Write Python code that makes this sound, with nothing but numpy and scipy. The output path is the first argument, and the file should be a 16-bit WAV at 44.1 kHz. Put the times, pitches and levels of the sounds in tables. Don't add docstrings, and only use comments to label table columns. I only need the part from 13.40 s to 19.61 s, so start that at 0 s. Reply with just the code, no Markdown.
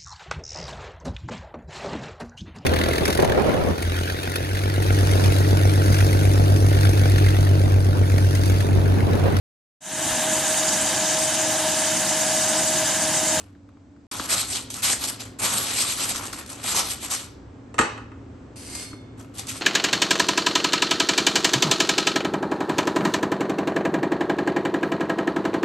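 import sys
import numpy as np
from scipy import signal
from scipy.fft import rfft, irfft, next_fast_len
from scipy.io import wavfile
from scipy.ndimage import uniform_filter1d, map_coordinates

SR = 44100
rng = np.random.default_rng(int(sys.argv[2]) if len(sys.argv) > 2 else 0)


def master(y):
    cut = np.clip(np.atleast_2d(y).T, -1, 1)
    pcm = np.round(cut * 32767)
    wavfile.write(sys.argv[1], SR, pcm.astype(np.int16))


N = 273861

# frequency in Hz, relative level in dB.
ROOM_TONE_SPECTRUM = [(20, -34), (45, -19), (75, -1), (100, 1.5), (135, -14.5), (240, -7), (300, -7.5),
                      (380, -19), (550, -20), (1200, -29), (3000, -40.5), (8000, -44), (9500, -71.5)]
FAN_RUSH_SPECTRUM = [(20, -28.5), (40, -15), (62, -4.5), (85, -2), (120, -5.5), (170, -12.5), (250, -4.5),
                     (330, -9.5), (420, -13), (560, -17), (800, -22.5), (1200, -24.5), (2000, -32),
                     (4000, -42), (8000, -45), (10000, -81.5)]
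# frequency in Hz, base level in dB.
FRIDGE_TONES = [(96, -63.5), (188, -69), (285, -55.5)]
FAN_TONES = [(109.5, -50), (264, -53.5), (393, -64), (522, -69.5)]
# time in seconds, gain in dB.
FAN_SWELL = [(0.7, 0.5), (1.2, 0.5), (2.0, 1.5), (2.8, -1), (3.4, -8), (4.0, -5.5), (4.6, 4), (5.2, -0.5),
             (6.21, 4.5)]

# start in seconds, length in seconds,
# crackle level in dB, flexing of the sheet in dB relative to the crackle.
FOIL_PRESSES = [(-0.02, 0.029, -52, 0.5), (0.675, 0.067, -33, -6), (0.72, 0.13, -33, -5),
                (0.874, .06, -20.5, -8), (0.925, .085, -24.5, -10), (1.054, 0.12, -26.5, -11),
                (1.294, 0.019, -34.5, -15), (1.328, 0.054, -33, -8), (1.417, 0.034, -18.5, -12),
                (1.431, 0.097, -22, -12.5), (1.591, 0.059, -27.5, -8), (1.668, 0.017, -26, -12.5),
                (1.791, 0.021, -33, -7), (1.985, 0.02, -29, -5), (1.991, 0.21, -25.5, -7.5),
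                (2.003, 0.052, -20.5, -9.5), (2.136, 0.21, -26.5, -10.5), (2.329, .092, -23, -10),
                (2.427, 0.1, -25, -13), (2.545, .1, -24.5, -8), (2.675, .033, -27, -7),
                (2.738, 0.031, -28, -7), (2.769, 0.1, -37, 0), (2.925, 0.01, -34, -6.5),
                (2.959, .039, -37.5, -3), (3.068, 0.058, -38.5, -4), (3.17, .045, -44.5, 3),
                (3.215, .11, -25.5, -8), (3.333, 0.058, -20, -9), (3.391, 0.1, -30.5, -11.5),
                (3.492, 0.027, -27, -15.5), (3.6, 0.056, -31, -10.5), (3.69, 0.061, -24.5, -14),
                (3.732, 0.071, -35.5, -12.5), (5.772, .04, -52.5, 3), (5.934, .045, -44.5, -2.5),
                (5.975, 0.019, -33, -9), (6.068, 0.036, -29.5, -13), (6.128, 0.041, -37.5, -7.5)]
# start in seconds, relative level in dB.
CREASE_SNAPS = [(0.289, -58), (0.7143, -27), (1.1688, -16), (1.3027, -17), (1.3416, -15), (1.4474, -8),
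                (1.6395, -8), (2.8537, -18), (2.866, -18), (2.93, -16.5), (2.987, -24), (3.062, -26),
                (3.1009, -21), (3.1294, -20.5), (3.2398, -18), (3.6283, -19), (3.714, -8.5), (5.9823, -22),
                (5.9943, -13), (6.0696, -20)]
# frequency in Hz, relative level in dB.
CRINKLE_SPECTRUM = [(700, -41.5), (1500, -11.5), (2300, -5), (3300, -3), (4400, -1.5), (5500, -3),
                    (6600, -1.5), (7600, 1), (8500, 0.5), (9400, -2), (10800, -2.5), (11600, -2),
                    (12200, -31.5)]
FLEX_SPECTRUM = [(80, -17), (200, -0.5), (400, -5), (550, -3.5), (850, -1), (1250, 0.5), (1800, -6),
                 (2600, -5.5), (5000, -17.5)]
# start in seconds, level in dB,
# a pitch in Hz that the note falls through, thud in dB relative to the note.
DENT_POPS = [(0.151, -51, 1600, -15), (0.29, -47, 1200, -12), (0.371, -50, 1150, -6),
             (0.385, -61, 1090, -10), (0.564, -52, 1390, -12), (0.7975, -17.5, 1204, -5.5),
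             (0.9, -25.5, 1240, -18), (1.533, -19.5, 1720, -21), (2.712, -28.5, 700, -4),
             (2.751, -25.5, 1260, -8), (2.796, -28, 990, -5), (2.933, -25.5, 1310, -5.5),
             (3.245, -26, 770, -11.5), (3.303, -26, 1220, -22.5), (3.348, -21, 900, -18),
             (5.532, -33, 1250, 4), (6.154, -35.5, 1230, -10)]

# start in seconds, relative level in dB,
# thump trim in dB, treble trim in dB.
DOOR_CONTACTS = [(4.342, -31, 9.5, 3), (4.382, -10.5, -25, -4), (4.389, -3, -20.5, 1.5),
                 (4.397, -14, 7, -8), (4.411, -13, -2, 6), (4.577, -24.5, -22, -11),
                 (4.718, -35.5, -15, -20)]
# frequency in Hz, relative level in dB, seconds to fall 60 dB.
DOOR_MODES = [(136, -7.5, 0.16), (247.5, -1, 0.26), (326.2, 0.5, 0.25), (507, -5.5, 0.27), (820, -4, 0.36),
              (1162, -6, .36), (1232, 9, 0.1), (1259, 9.5, 0.16), (1450, 3, 0.2), (1520, -8, 0.32),
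              (1723, -6, .18), (1800, 1, 0.046), (1854, -0.5, 0.18), (1980, -15, 0.324), (2587, -6.5, 0.19),
              (2600, 4, 0.044), (2708, -19, .2), (3070, -11, 0.18), (4406, -10.5, 0.17), (5900, -16, .22),
              (6740, -20, .15), (7000, -13, .12), (7560, -0.5, 0.13)]
# frequency in Hz, relative level in dB.
CRACK_SPECTRUM = [(200, -34), (600, -13), (980, -4), (1250, 0.5), (1550, -10.5), (1900, -1.5), (2250, -14),
                  (2650, -8.5), (3500, -18), (5100, -24), (5900, -17), (6800, -23), (7700, -15.5),
                  (9500, -21.5), (11500, -39), (12200, -59)]
THUMP_SPECTRUM = [(40, -23), (110, -6), (170, -0.5), (250, -9.5), (350, -4.5), (500, -4.5), (620, -8),
                  (1200, -22), (4000, -60)]

# frequency in Hz, relative level in dB, seconds to fall 60 dB.
METAL_MODES = [(2143, 1, 1), (2220, -13, .7), (3560, -5, 1.06), (4303, 3, 0.55), (4850, -10, .25),
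               (5150, -5, 0.35), (5940, -3.5, 0.16), (7900, -3, 0.23), (8740, -5, 0.18)]
# frequency in Hz, relative level in dB.
RASP_SPECTRUM = [(500, -4.5), (1300, -10.5), (2200, -8.5), (3700, -9), (4350, -3.5), (4750, -6), (5150, -2),
                 (5500, -3), (5950, 1), (6400, -4), (8700, 0), (11000, -2), (12200, -11.5)]

# frequency in Hz, seconds to fall 60 dB.
KITCHEN_DECAY = [(150, 0.27), (500, 0.52), (2000, 0.48), (5000, 0.5), (11000, 0.17)]
# frequency in Hz, likeness from 0 to 1.
CLOSE_LIKENESS = [(100, .975), (260, .9), (600, .72), (1200, .65), (1800, .33), (2600, .55), (3800, .92),
                  (5100, .3), (6000, .85), (7100, .55), (8200, .97), (8550, .995), (9150, .6), (9700, .97),
                  (10200, .998), (10600, .98), (11100, .6), (11700, .97)]
FAR_LIKENESS = [(100, 0.99), (260, 0.91), (420, 0.73), (700, 0.4), (1200, 0.4), (2100, .35), (3500, 0.5),
                (5200, 0.5), (7100, .4), (8400, .85), (9200, .5), (10200, .95), (11200, .5)]
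# frequency in Hz, lead of the left in radians.
LEFT_LEAD = [(300, 0), (950, .4), (3500, .1), (4600, .1), (5200, -.6), (6000, .1), (7200, .6), (8450, 0),
             (8800, -.25), (9650, -2.9), (10200, -3.14), (10650, -3.35), (11250, -6.2)]
# frequency in Hz, left minus right in dB.
FOIL_BALANCE = [(100, 0.5), (260, -3), (680, -2.5), (1100, 2), (1800, 4), (2900, 2.5), (4800, 1),
                (12000, -1)]

SILENCE_FROM_S, SILENCE_TO_S = 0.668, 0.714
TOP_HZ = 12250


def amp(db):
    return 10 ** (np.asarray(db) / 20)


def unit(x):
    return x / np.sqrt(np.mean(x ** 2) + 1e-20)


def along(points, hz):
    freqs, values = np.transpose(points)
    return np.interp(np.log(hz + 1), np.log(freqs + 1), values)


def wobble(rate):
    return map_coordinates(rng.standard_normal(int(N * rate / SR) + 4), [np.arange(N) * rate / SR])


def filtered(x, response):
    size = next_fast_len(N + SR // 4)
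    return irfft(rfft(x, size) * response(np.fft.rfftfreq(size, 1 / SR)), size)[..., :N]


def excite(x, ring):
    return signal.fftconvolve(x, ring[None] / np.linalg.norm(ring), axes=1)[:, :N]


def coloured(x, spectrum, size=4096):
    cepstrum = irfft(np.log(amp(along(spectrum, np.fft.rfftfreq(size, 1 / SR))) + 1e-6))
    cepstrum[1:size // 2] *= 2
    cepstrum[size // 2 + 1:] = 0
    return excite(x, irfft(np.exp(rfft(cepstrum))))


def add(track, start, sound):
    part = track[:, max(round(start * SR), 0):][:, :sound.shape[-1]]
    part += sound[..., :part.shape[-1]]


def centred(x):
    return np.array([x, np.zeros_like(x)])


def kitchen(x, wet_db):
    hz, t, noise = signal.stft(rng.standard_normal((2, SR // 2)), SR, nperseg=256)
    decay = amp(-60 * t / along(KITCHEN_DECAY, hz)[:, None])
    tail = signal.istft(noise * decay * (1 - np.exp(-t / 0.005)), SR, nperseg=256)[1]
    return x + amp(wet_db) * signal.fftconvolve(x, tail / np.linalg.norm(tail[0]), axes=1)[:, :N]


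def motor_hum(tones, drift_rad):
    t = np.arange(N) / SR
    return sum(np.sqrt(2) * amp(db + wobble(5.7)) * np.sin(2 * np.pi * hz * t + drift_rad * wobble(5))
               for hz, db in tones)


def appliances():
    t = np.arange(N) / SR
    room_tone = amp(-49.5) * coloured(rng.standard_normal((2, N)), ROOM_TONE_SPECTRUM)
    rush = amp(-44) * coloured(rng.standard_normal((2, N)), FAN_RUSH_SPECTRUM) * amp(0.54 * wobble(6))
    swell = amp(np.interp(t, *np.transpose(FAN_SWELL), left=-120, right=-120))
    fridge = motor_hum(FRIDGE_TONES, drift_rad=0.14)
    fan = swell * motor_hum(FAN_TONES, drift_rad=0.88)
    return np.where(t > SILENCE_FROM_S, rush, room_tone) + centred(fridge + fan)


def press(start, length, fall_db_per_s):
    t = np.arange(N) / SR - start
    return np.clip(t / (0.66 * length), 0, 1) * amp(-fall_db_per_s * np.clip(t - length, 0, 1))


def snap_shower(per_second, spread_db, t60, facets=12):
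    t = np.arange(SR // 25) / SR
    chance = np.clip(per_second / SR, 0, 1)
    fires = rng.random(N) < chance
    strength = amp(spread_db * np.clip(rng.standard_normal(N), -2, 2)) / np.sqrt(chance)
    hits = fires * strength * rng.choice([-1, 1], N)
    struck = rng.integers(facets, size=N)
    rings = rng.standard_normal((facets, 2, len(t))) * amp(-60 * t / t60)
    return unit(sum(signal.oaconvolve((hits * (struck == k))[None], rings[k], axes=1)[:, :N]
                    for k in range(facets)))


def shifting_folds(x, patch_bins, patch_frames=12, depth_db=2):
    spectra = signal.stft(x, nperseg=256)[2]
    patches = rng.standard_normal(spectra.shape[1:])
    for _ in range(2):
        patches = uniform_filter1d(uniform_filter1d(patches, patch_bins, 0), patch_frames, 1)
    return unit(signal.istft(spectra * amp(depth_db * unit(patches)), nperseg=256)[1][:, :N])


def foil():
    crackle_power, flex_power = np.zeros((2, N))
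    for start, length, db, flex_db in FOIL_PRESSES:
        crackle_power += (amp(db) * press(start, length, fall_db_per_s=275)) ** 2
        flex_power += (amp(db + flex_db) * press(start, length, fall_db_per_s=158.5)) ** 2
    crackle, flex = np.sqrt(crackle_power), np.sqrt(flex_power)
    buckles_per_s = 250 + 2200 * crackle / amp(-28)
    fine = snap_shower(buckles_per_s, spread_db=2, t60=0.023, facets=24)
    fine = shifting_folds(fine, patch_bins=9) * amp(0.84 * wobble(70))
    wide = snap_shower(150 + buckles_per_s / 2, spread_db=4, t60=0.045, facets=24)
    wide = shifting_folds(wide, patch_bins=3)
    creases = crease_snaps()
    bright = coloured(amp(0.01) * crackle * fine + creases, CRINKLE_SPECTRUM)
    body = coloured(amp(-0.1) * flex * wide + amp(-12) * creases, FLEX_SPECTRUM)
    return kitchen(bright + body, wet_db=-12)


def dent_pops():
    t = np.arange(SR // 10) / SR
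    track = np.zeros((2, N))
    lowpass = signal.butter(2, 2500, fs=SR)
    glide = 0.783 + 0.5 * np.exp(-t / 0.0025)
    for start, db, hz, thud_db in DENT_POPS:
        note = np.sin(2 * np.pi * hz * np.cumsum(glide) / SR) * amp(-60 * t / 0.028)
        grit = signal.lfilter(*lowpass, rng.standard_normal((2, len(t)))) * amp(-60 * t / 0.042)
        thud = np.sin(2 * np.pi * 290 * t) * amp(thud_db - 60 * t / 0.039)
        add(track, start, amp(db) * (centred(note) + 0.71 * grit))
        add(track, start + 0.005, amp(db) * centred(thud))
    return kitchen(track, wet_db=-11.5)


def crease_snaps(t60=0.036):
    t = np.arange(SR // 10) / SR
    track = np.zeros((2, N))
    for start, db in CREASE_SNAPS:
        add(track, start, amp(db - 12 - 60 * t / t60) * rng.standard_normal((2, len(t))))
    return track


def cupboard_door():
    t = np.arange(SR // 2) / SR
    crack, ring, thump = np.zeros((3, 2, N))
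    hz, mode_db, t60 = np.transpose(DOOR_MODES)[:, :, None]
    lowpass = signal.butter(2, 2800, fs=SR)
    ring_attack, thump_attack = 1 - np.exp(-t / 0.00088), 1 - np.exp(-t / 0.00095)
    for start, db, thump_db, treble_db in DOOR_CONTACTS:
        strength = amp(mode_db + treble_db * (hz > 3500) + 0.97 * rng.standard_normal(hz.shape))
        modes = np.sum(strength * np.sin(2 * np.pi * hz * t) * amp(-60 * t / t60), axis=0)
        add(ring, start, amp(db - 22.5) * centred(modes * ring_attack))
        noise = rng.standard_normal((2, len(t)))
        dull = signal.filtfilt(*lowpass, noise)
        contact = dull + amp(treble_db) * (noise - dull)
        add(crack, start, amp(db - 7 - 60 * t / 0.052) * contact)
        thump_gain = amp(db + thump_db - 9.5 - 60 * t / 0.06) * thump_attack
        add(thump, start, thump_gain * rng.standard_normal((2, len(t))))
    impacts = coloured(crack, CRACK_SPECTRUM) + coloured(thump, THUMP_SPECTRUM)
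    return ring + kitchen(impacts, wet_db=-5.5)


def slide(from_s, catch_s, lift_s, grow_db_per_s=40, fall_db_per_s=184):
    t = np.arange(N) / SR
    grown_db = grow_db_per_s * (np.clip(t, from_s, lift_s) - from_s)
    faded_db = fall_db_per_s * np.maximum(t - lift_s, 0)
    catch = (t > catch_s) * amp(-31.5 - 60 * np.clip(t - catch_s, 0, 1) / 0.06)
    return (t > from_s) * amp(-46 + grown_db - faded_db) + catch


def metal_scrape():
    t = np.arange(SR) / SR
    slips = slide(from_s=5.159, catch_s=5.35, lift_s=5.424) * snap_shower(3000, spread_db=3, t60=0.0087)
    ring = np.zeros(SR)
    for hz, db, t60 in METAL_MODES:
        twin_hz = hz + rng.uniform(9.5, 20)
        pair = np.sin(2 * np.pi * hz * t) + 0.52 * np.sin(2 * np.pi * twin_hz * t)
        ring += amp(db - 60 * t / t60) * pair
    high_hz = rng.uniform(2510, 12000, size=(70, 1))
    high_modes = np.sin(2 * np.pi * high_hz * t).sum(axis=0) * amp(-60 * t / 0.053)
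    rasp = coloured(amp(-1) * slips + amp(-5.5) * excite(slips, high_modes), RASP_SPECTRUM)
    return kitchen(rasp + amp(-9) * excite(slips, ring), wet_db=-11)


def microphone(pair, likeness):
    angle = lambda hz: np.arccos(np.clip(along(likeness, hz), 0, 1)) / 2
    mid, side = filtered(pair, lambda hz: np.array([np.cos(angle(hz)), np.sin(angle(hz))]))
    phase_shift = lambda hz: np.exp(1j * np.outer([0.5, -0.5], along(LEFT_LEAD, hz)))
    return filtered(np.array([mid + side, mid - side]), phase_shift)


def scene():
    close = microphone(foil() + dent_pops(), CLOSE_LIKENESS)
    close = filtered(close, lambda hz: amp(np.outer([0.5, -0.5], along(FOIL_BALANCE, hz))))
    far = microphone(cupboard_door() + metal_scrape() + appliances(), FAR_LIKENESS)
    return close + far


def record(dry):
    t = np.arange(N) / SR
    audible = uniform_filter1d(1.0 * ((t < SILENCE_FROM_S) | (t > SILENCE_TO_S)), size=90)
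    return filtered(dry * audible, lambda hz: 1 / np.sqrt(1 + (hz / TOP_HZ) ** 200))


dry = scene()
out = record(dry)
master(out)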